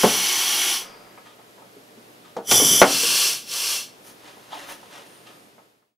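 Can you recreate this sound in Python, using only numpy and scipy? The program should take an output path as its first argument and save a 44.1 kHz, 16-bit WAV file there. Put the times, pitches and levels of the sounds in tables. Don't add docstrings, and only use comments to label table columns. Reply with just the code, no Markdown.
import sys
import numpy as np
from scipy import signal
from scipy.fft import rfft, irfft, next_fast_len
from scipy.io import wavfile
from scipy.ndimage import map_coordinates

SR = 44100
rng = np.random.default_rng(int(sys.argv[2]) if len(sys.argv) > 2 else 0)


def digitize_waveform(pressure):
    field = np.atleast_2d(pressure).T
    bounded = np.clip(field, -1, 1)
    quanta = np.round(bounded * 32767).astype(np.int16)
    wavfile.write(sys.argv[1], SR, quanta)


N = 263585
T = np.arange(N) / SR
SHUT_DB = 31


def amp(db):
    return 10 ** (np.asarray(db) / 20)


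def unit(x):
    return x / np.sqrt(np.mean(x ** 2) + 1e-20)


def along(points, hz):
    point_hz, values = np.transpose(points)
    return np.interp(np.log(hz + 1), np.log(point_hz + 1), values)


def wobble(rate_hz):
    return map_coordinates(rng.standard_normal(int(N * rate_hz / SR) + 4), [T * rate_hz])


def swell(start_s, length_s, rise_s, fall_s):
    opening = np.maximum(1 - (T - start_s) / rise_s, 0)
    closing = np.maximum(1 - (start_s + length_s - T) / fall_s, 0)
    return amp(-SHUT_DB * (opening ** 2 + closing ** 2))


def ebb(peak_s, rise_s, db_per_s):
    opening = np.maximum(peak_s - T, 0) / rise_s
    return amp(-SHUT_DB * opening ** 2 - db_per_s * np.maximum(T - peak_s, 0))


def add(track, start_s, x):
    part = track[round(start_s * SR):][:len(x)]
    part += x[:len(part)]


def filtered(x, response):
    size = next_fast_len(N + SR // 2)
    return irfft(rfft(x, size) * response(np.fft.rfftfreq(size, 1 / SR)), size)[..., :N]


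def noise(spectrum):
    return unit(filtered(rng.standard_normal(N), lambda hz: amp(along(spectrum, hz))))


def singing(modes):
    def response(f):
        power = sum(amp(2 * db) / (1 + 2 * ((f - hz) / width_hz) ** 2) ** 2 for hz, width_hz, db in modes)
        return np.sqrt(power)
    return unit(filtered(rng.standard_normal(N), response))


def dying(decay, stretch=1):
    hz, t, bins = signal.stft(rng.standard_normal(SR // 2), SR, nperseg=256)
    t60_s = stretch * along(decay, hz)[:, None]
    return signal.istft(bins * amp(-60 * t / t60_s), SR, nperseg=256)[1]


def struck(x, bite_db=4.0, bite_s=0.0033):
    t = np.arange(len(x)) / SR
    return x / (3 * x[:SR // 50].std()) * amp(bite_db * np.exp(-t / bite_s))


def clang(spectrum, stretch=1):
    # frequency in Hz, T60 in s at stretch 1.
    decay = [(100, 0.94), (300, 0.2), (700, .2), (2000, 0.14), (10000, 0.097)]
    ring = dying(decay, stretch)
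    size = 2 * len(ring)
    colour = amp(along(spectrum, np.fft.rfftfreq(size, 1 / SR)))
    return struck(irfft(rfft(ring, size) * colour)[:len(ring)])


def knocks(hits, modes_db, dense_db):
    # frequency in Hz, relative level in dB, T60 in s at stretch 1.
    bench_modes = [(127, -9, .3), (192.6, 1, 0.37), (240.8, -8.5, .22), (279, -17, .35), (424, -1, 0.11),
                   (469.5, -1, 0.22), (558.6, -2, 0.15), (598, -11.5, 0.31), (635.4, -4.5, 0.24),
                   (721, -4.5, 0.13), (778, -4.5, 0.31), (861, 1, 0.17), (892, 2.5, 0.15),
                   (961, -9.5, 0.31), (1026, -5, .2), (1083, -5.5, .22), (1160, -17, 0.23),
                   (1293, -5.5, 0.32), (1433, -6, .22), (1515, -9.5, 0.23), (1680, -17, .4),
                   (1739, -26.5, 0.087), (2207, -13, 0.24)]
    # frequency in Hz, relative density in dB.
    thud_spectrum = [(40, -27), (80, -18.5), (130, -8), (200, -13), (300, -5), (480, 1.5), (650, 2),
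                     (800, 0), (1400, -3.5), (2200, -3), (4000, -22.5), (12000, -14)]
    track = np.zeros(N)
    for start_s, db, low_hz, bright_hz, stretch in hits:
        dense = clang(thud_spectrum, stretch)
        t = np.arange(len(dense)) / SR
        ring = np.zeros(len(t))
        for hz, mode_db, t60_s in bench_modes:
            envelope = amp(mode_db + rng.normal(0, 1) - 60 * t / (stretch * t60_s))
            ring += envelope * np.sin(2 * np.pi * hz * t + rng.uniform(0, 2 * np.pi))
        body = amp(modes_db) * struck(ring) + amp(dense_db) * dense
        lowpass = signal.butter(2, bright_hz, fs=SR, output="sos")
        highpass = signal.butter(2, low_hz, "high", fs=SR, output="sos")
        add(track, start_s, amp(db) * signal.sosfilt(np.vstack([lowpass, highpass]), body))
    return track


def workshop(floor_db, hum_db):
    # frequency in Hz, level in dB before hum_db.
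    partials = [(120, -67.5), (301, -65.5), (599, -66.5), (700, -69.5)]
    # frequency in Hz, relative density in dB.
    floor_spectrum = [(15, -54), (25, -31.5), (140, -11.5), (169, -5.5), (209, -4.5), (297, -6.5),
                      (445, -3.5), (523, -7), (919, -13.5), (1270, -16), (1620, -17), (3340, -18),
                      (7910, -24), (12500, -23), (15500, -33.5)]
    # frequency in Hz, side over mid in dB.
    width = [(30, -11), (180, -9), (500, -4), (1000, 6), (2000, 1), (4000, -2), (8000, -6.5), (14000, -8)]
    hum = sum(amp(db) * np.sqrt(2) * np.sin(2 * np.pi * hz * T + .4 * wobble(2.3)) for hz, db in partials)
    mid = noise(floor_spectrum)
    side = filtered(noise(floor_spectrum), lambda hz: amp(along(width, hz)))
    return amp(floor_db + .6 * wobble(6.7)) * np.array([mid + side, mid - side]) + amp(hum_db) * hum


def reflections(x, near_db, far_db):
    # frequency in Hz, T60 in s.
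    room_decay = [(100, 0.47), (500, 0.29), (2000, 0.35), (5000, 0.39), (14000, 0.2)]
    near = dying([(100, 0.12), (10000, 0.089)])
    far = dying(room_decay)
    echo = amp(near_db) * near / np.linalg.norm(near) + amp(far_db) * far / np.linalg.norm(far)
    return signal.fftconvolve(x, np.pad(echo, (90, 0)))[:N]


def stereo(x, wide_db, left_db):
    # frequency in Hz, side over mid in dB before wide_db.
    width = [(30, -10), (100, -24), (450, -22), (650, -14.5), (900, -10.5), (1500, -9), (2500, -12),
             (4400, -23.5), (6000, -19), (8000, -22), (10500, -16.5), (13000, -6)]
    scatter = dying([(100, .1), (2000, .1), (10000, .08)])
    side = signal.fftconvolve(x, scatter / np.linalg.norm(scatter))[:N]
    side = filtered(side, lambda hz: amp(wide_db + along(width, hz)))
    return np.array([x + side, x - side]) * amp([[left_db / 2], [-left_db / 2]])


def rubbing(grain_db, steel_db):
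    # start in s, length in s, scrape level in dB, swish level in dB.
    rubs = [(3.99, 0.18, -55, -48.5), (4.18, 0.2, -48.5, -62), (4.465, 0.26, -42.5, -52),
            (4.628, 0.17, -40, -43), (4.86, 0.21, -44.5, -57)]
    # peak time in s, level in dB.
    brushes = [(1.266, -50.5), (2.255, -54.5), (5.273, -50)]
    # frequency in Hz, relative density in dB.
    scrape_spectrum = [(180, -32.5), (300, -3.5), (422, -12), (577, -3.5), (910, -3.5), (1320, -8),
                       (1850, -5), (2300, -10.5), (2840, -6.5), (9000, -22), (11700, -46), (19800, -120)]
    swish_spectrum = [(3000, -9.5), (6000, -1.5), (8000, -12.5), (9600, -0.5), (12000, -6.5), (15500, -10)]
    # centre in Hz, width in Hz, relative level in dB.
    steel_modes = [(1218, 36, 3.5), (1900, 120, -13), (3200, 120, -5.5), (3600, 310, -12)]
    light_contact = swell(start_s=3.8, length_s=1.9, rise_s=0.55, fall_s=0.73)
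    scrape, swish = amp(-55.5) * light_contact, amp(-61.5) * light_contact
    for start_s, length_s, scrape_db, swish_db in rubs:
        rub = swell(start_s, length_s, rise_s=0.095, fall_s=0.1)
        scrape = np.hypot(scrape, amp(scrape_db) * rub)
        swish = np.hypot(swish, amp(swish_db) * rub)
    brush = sum(amp(db) * ebb(peak_s, rise_s=0.028, db_per_s=140.5) for peak_s, db in brushes)
    cloth = np.hypot(scrape, brush) * noise(scrape_spectrum) + swish * noise(swish_spectrum)
    grain = unit(amp(grain_db * wobble(220)))
    return cloth * grain + amp(steel_db) * brush * singing(steel_modes)


def shifting(grain_db):
    # centre in Hz, width in Hz, relative level in dB.
    body_modes = [(580, 100, -8), (710, 97, -1), (870, 90, 2.5), (1020, 96, -3), (1270, 120, -9),
                  (1950, 300, -19), (3500, 810, -11)]
    sleeve = noise([(200, -13), (500, 1.5), (1000, -2.0), (2000, -5.5), (4000, -17.5), (9000, -30.5)])
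    rustle = amp(-46.5) * ebb(peak_s=0.83, rise_s=0.06, db_per_s=33.5) * sleeve
    grate = amp(-33.5) * ebb(peak_s=4.534, rise_s=0.032, db_per_s=280) * singing(body_modes)
    return (rustle + grate) * unit(amp(grain_db * wobble(120)))


def taps():
    # start in s, level in dB, high-pass in Hz, low-pass in Hz, decay stretch.
    hits = [(1.176, -39.5, 700, 2800, 0.5), (1.39, -43.5, 500, 1200, 0.79), (1.579, -45.5, 600, 1400, 0.86),
            (1.62, -45, 500, 1200, 1.1), (4.37, -41, 250, 600, 0.62), (4.527, -36, 700, 1300, 0.9),
            (4.688, -33, 1500, 2200, 1.1), (4.83, -42.5, 500, 1000, 0.7), (5.581, -40.5, 299, 1700, 0.7),
            (5.824, -49, 700, 2500, 0.51)]
    return knocks(hits, modes_db=3.5, dense_db=1.5)


def leaks():
    # start in s, length in s, level in dB.
    seeps = [(4.98, 0.33, -59.5), (5.2, 0.42, -64.5)]
    whistle = amp(-54.5) * ebb(peak_s=0.93, rise_s=0.15, db_per_s=72)
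    seep = sum(amp(db) * swell(start_s, length_s, length_s / 2, length_s / 2)
               for start_s, length_s, db in seeps)
    return whistle * singing([(4860, 330, 0)]) + seep * singing([(9300, 650, 0)])


def thumps(attack_s):
    # start in s, level in dB, frequency in Hz, T60 in s.
    shoves = [(0.037, -8.5, 229, 0.14), (0.044, -26, 122, 0.18), (0.041, -10.5, 422.5, 0.15),
              (0.37, -41.5, 150, 0.15), (1.765, -38, 422, 0.1), (1.766, -43.5, 270, 0.11),
              (1.972, -43, 423, 0.14), (1.975, -40.5, 234, 0.12), (2.611, -18.5, 427, 0.11),
              (2.617, -17, 290.7, 0.18), (2.648, -26.5, 135, 0.2), (2.733, -27, 283, 0.17),
              (2.84, -31, 279.6, 0.68), (3.034, -26.5, 478, 0.11)]
    track = np.zeros(N)
    t = np.arange(SR // 2) / SR
    for start_s, db, hz, t60_s in shoves:
        envelope = amp(db - 60 * t / t60_s) * (1 - np.exp(-t / attack_s))
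        add(track, start_s, envelope * np.sin(2 * np.pi * hz * t))
    return track


def piston_rumble(stroke_flow):
    rumble = noise([(30, -27.0), (60, -15), (130, 1.5), (280, 1.0), (450, -1.0),
                    (800, -25.5), (2000, -35.5)])
    sliding = amp(-15) * stroke_flow
    settling = amp(-38.5) * ebb(peak_s=2.83, rise_s=0.025, db_per_s=25.5)
    judder = amp(-3 + 1.9 * wobble(45))
    return (sliding + settling) * judder * rumble


def clacks():
    # start in s, level in dB.
    hits = [(2.367, -38), (2.512, -9), (2.8162, -9.5)]
    # frequency in Hz, relative density in dB.
    barrel_spectrum = [(300, -19.5), (1200, -2.5), (2200, -1), (3500, 3.5), (6500, -1.5), (9000, -9.5),
                       (15000, -18.5)]
    track = np.zeros(N)
    for start_s, db in hits:
        add(track, start_s, amp(db) * clang(barrel_spectrum))
    return track


def blows():
    # start in s, level in dB, high-pass in Hz, low-pass in Hz, decay stretch.
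    hits = [(0.0345, -8, 170, 1400, 1.1), (0.0412, -0.5, 164, 520, 0.5), (2.366, -16.5, 280, 702, 0.92),
            (2.386, -24, 300.6, 650, 0.53), (2.486, -28.5, 140, 250, 0.91), (2.517, -14.5, 180, 1500, 1.3),
            (2.597, -16, 357, 1002, 1.2), (2.619, -14, 220, 400, 1.3), (2.732, -27, 141, 400, 0.76),
            (2.8162, 2.5, 260, 2500, 0.77), (3.034, -20.5, 401, 504, 0.7)]
    return knocks(hits, modes_db=-1.5, dense_db=1.0)


def flows():
    # start in s, length in s, opening in s, closing in s, level in dB, drift in dB/s.
    blasts = [(-0.03, 0.9, 0.04, 0.16, -21, -0.07), (2.455, 0.396, 0.082, 0.056, -14, -5.5),
              (2.74, 0.7, 0.22, 0.22, -22, 8), (3.433, 0.45, 0.12, 0.19, -28.5, 21.5)]
    envelopes = []
    for start_s, length_s, opening_s, closing_s, db, db_per_s in blasts:
        pressure = amp(db + db_per_s * np.clip(T - start_s, 0, length_s))
        envelopes.append(swell(start_s, length_s, opening_s, closing_s) * pressure)
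    feed, stroke, *puffs = envelopes
    crest_s, bounce_hz, depth_db, spread_s = 2.54, 6.3, 2, 0.25
    bounce = np.cos(2 * np.pi * bounce_hz * (T - crest_s)) * np.exp(-np.abs(T - crest_s) / spread_s)
    return feed, stroke * amp(depth_db * bounce), sum(puffs)


def blast(flow, jet_spectrum, ring, flutter_db):
    turbulence = amp(flutter_db * unit(wobble(25) + wobble(140)))
    return flow * turbulence * unit(noise(jet_spectrum) + ring)


def air(feed_flow, stroke_flow, vent_flow):
    # frequency in Hz, relative density in dB.
    feed_jet = [(100, -40), (220, -17.5), (340, -6), (560, -15), (850, -9), (1500, -7.5), (2900, -3.5),
                (4000, -4.5), (5500, -5.5), (6600, -6), (8600, -11), (11000, -11), (15500, -17)]
    stroke_jet = [(100, -22), (350, -1.5), (900, -2.5), (1500, -3.5), (2000, -7), (4000, -7), (5200, -1.5),
                  (7600, 4.5), (8600, -3.5), (11000, -1), (15500, -12)]
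    vent_jet = [(100, -38.5), (400, -7.5), (750, -10.5), (1100, -7), (1900, -10.5), (2800, 2.5), (3800, -5),
                (4400, -4), (5500, 2), (6600, -2), (8000, -1.5), (11000, -4.5), (15500, -11)]
    # centre in Hz, width in Hz, relative level in dB.
    ports = [(2190, 390, -18), (3112, 120, -0.5), (3390, 200, -3.5), (4520, 130, -16.5), (4838, 140, -9),
             (5180, 160, -7.5), (5570, 260, -8.5), (5903, 280, 0), (6030, 160, -3.5), (7350, 250, -12),
             (7990, 180, -10), (9020, 140, -10.5), (9830, 270, -4.5), (10475, 280, -3), (11200, 160, -9),
             (12400, 300, -12), (12930, 230, -7), (13760, 280, -14), (14600, 350, -22.5),
             (15200, 250, -17.5)]
    inlet = [(845, 95, -4), (1094, 70, -4), (2216, 65, 1.5), (2925, 180, 0), (3264, 87, 2.5),
             (4330, 80, -1), (5110, 82, -7), (5600, 75, 1.5)]
    exhaust = [(1160, 110, -8.5), (1650, 170, -8.5), (2690, 73, 1), (2810, 64, -1), (3118, 46, 1.5),
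               (3440, 100, -1), (4360, 570, 1), (4980, 120, -0.5), (5440, 46, 7.5), (5756, 70, -2.5)]
    feed_ring = amp(0.45) * singing(ports) + amp(-4.5) * singing(inlet)
    feed = blast(feed_flow, feed_jet, feed_ring, flutter_db=-0.2)
    stroke = blast(stroke_flow, stroke_jet, amp(8) * singing(ports), flutter_db=0.46)
    vent_ring = amp(-3.5) * (singing(ports) + singing(exhaust))
    vent = blast(vent_flow, vent_jet, vent_ring, flutter_db=0.16)
    return feed + stroke + vent


def scene():
    feed, stroke, vent = flows()
    ram = air(feed, stroke, vent) + leaks()
    ram = ram + piston_rumble(stroke) + blows() + thumps(attack_s=.002) + clacks()
    hands = taps() + shifting(grain_db=1) + rubbing(grain_db=1.5, steel_db=-3.0)
    ram += reflections(ram, near_db=-11, far_db=-12.5)
    ram = amp(-0.59) * stereo(ram, wide_db=-3, left_db=0.36)
    hands += reflections(hands, near_db=-6, far_db=-15.5)
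    hands = amp(-.5) * stereo(hands, wide_db=4.5, left_db=-0.2)
    return ram + hands + workshop(floor_db=-52.5, hum_db=-1.5)


def record(dry):
    fade_start_s, fade_power, top_hz = 5.31, 1.3, 15650
    fade = np.clip((T[-1] - T) / (T[-1] - fade_start_s), 0, 1) ** fade_power
    return filtered(np.clip(dry, -1, 1) * fade, lambda hz: hz < top_hz)


dry = scene()
out = record(dry)
digitize_waveform(out)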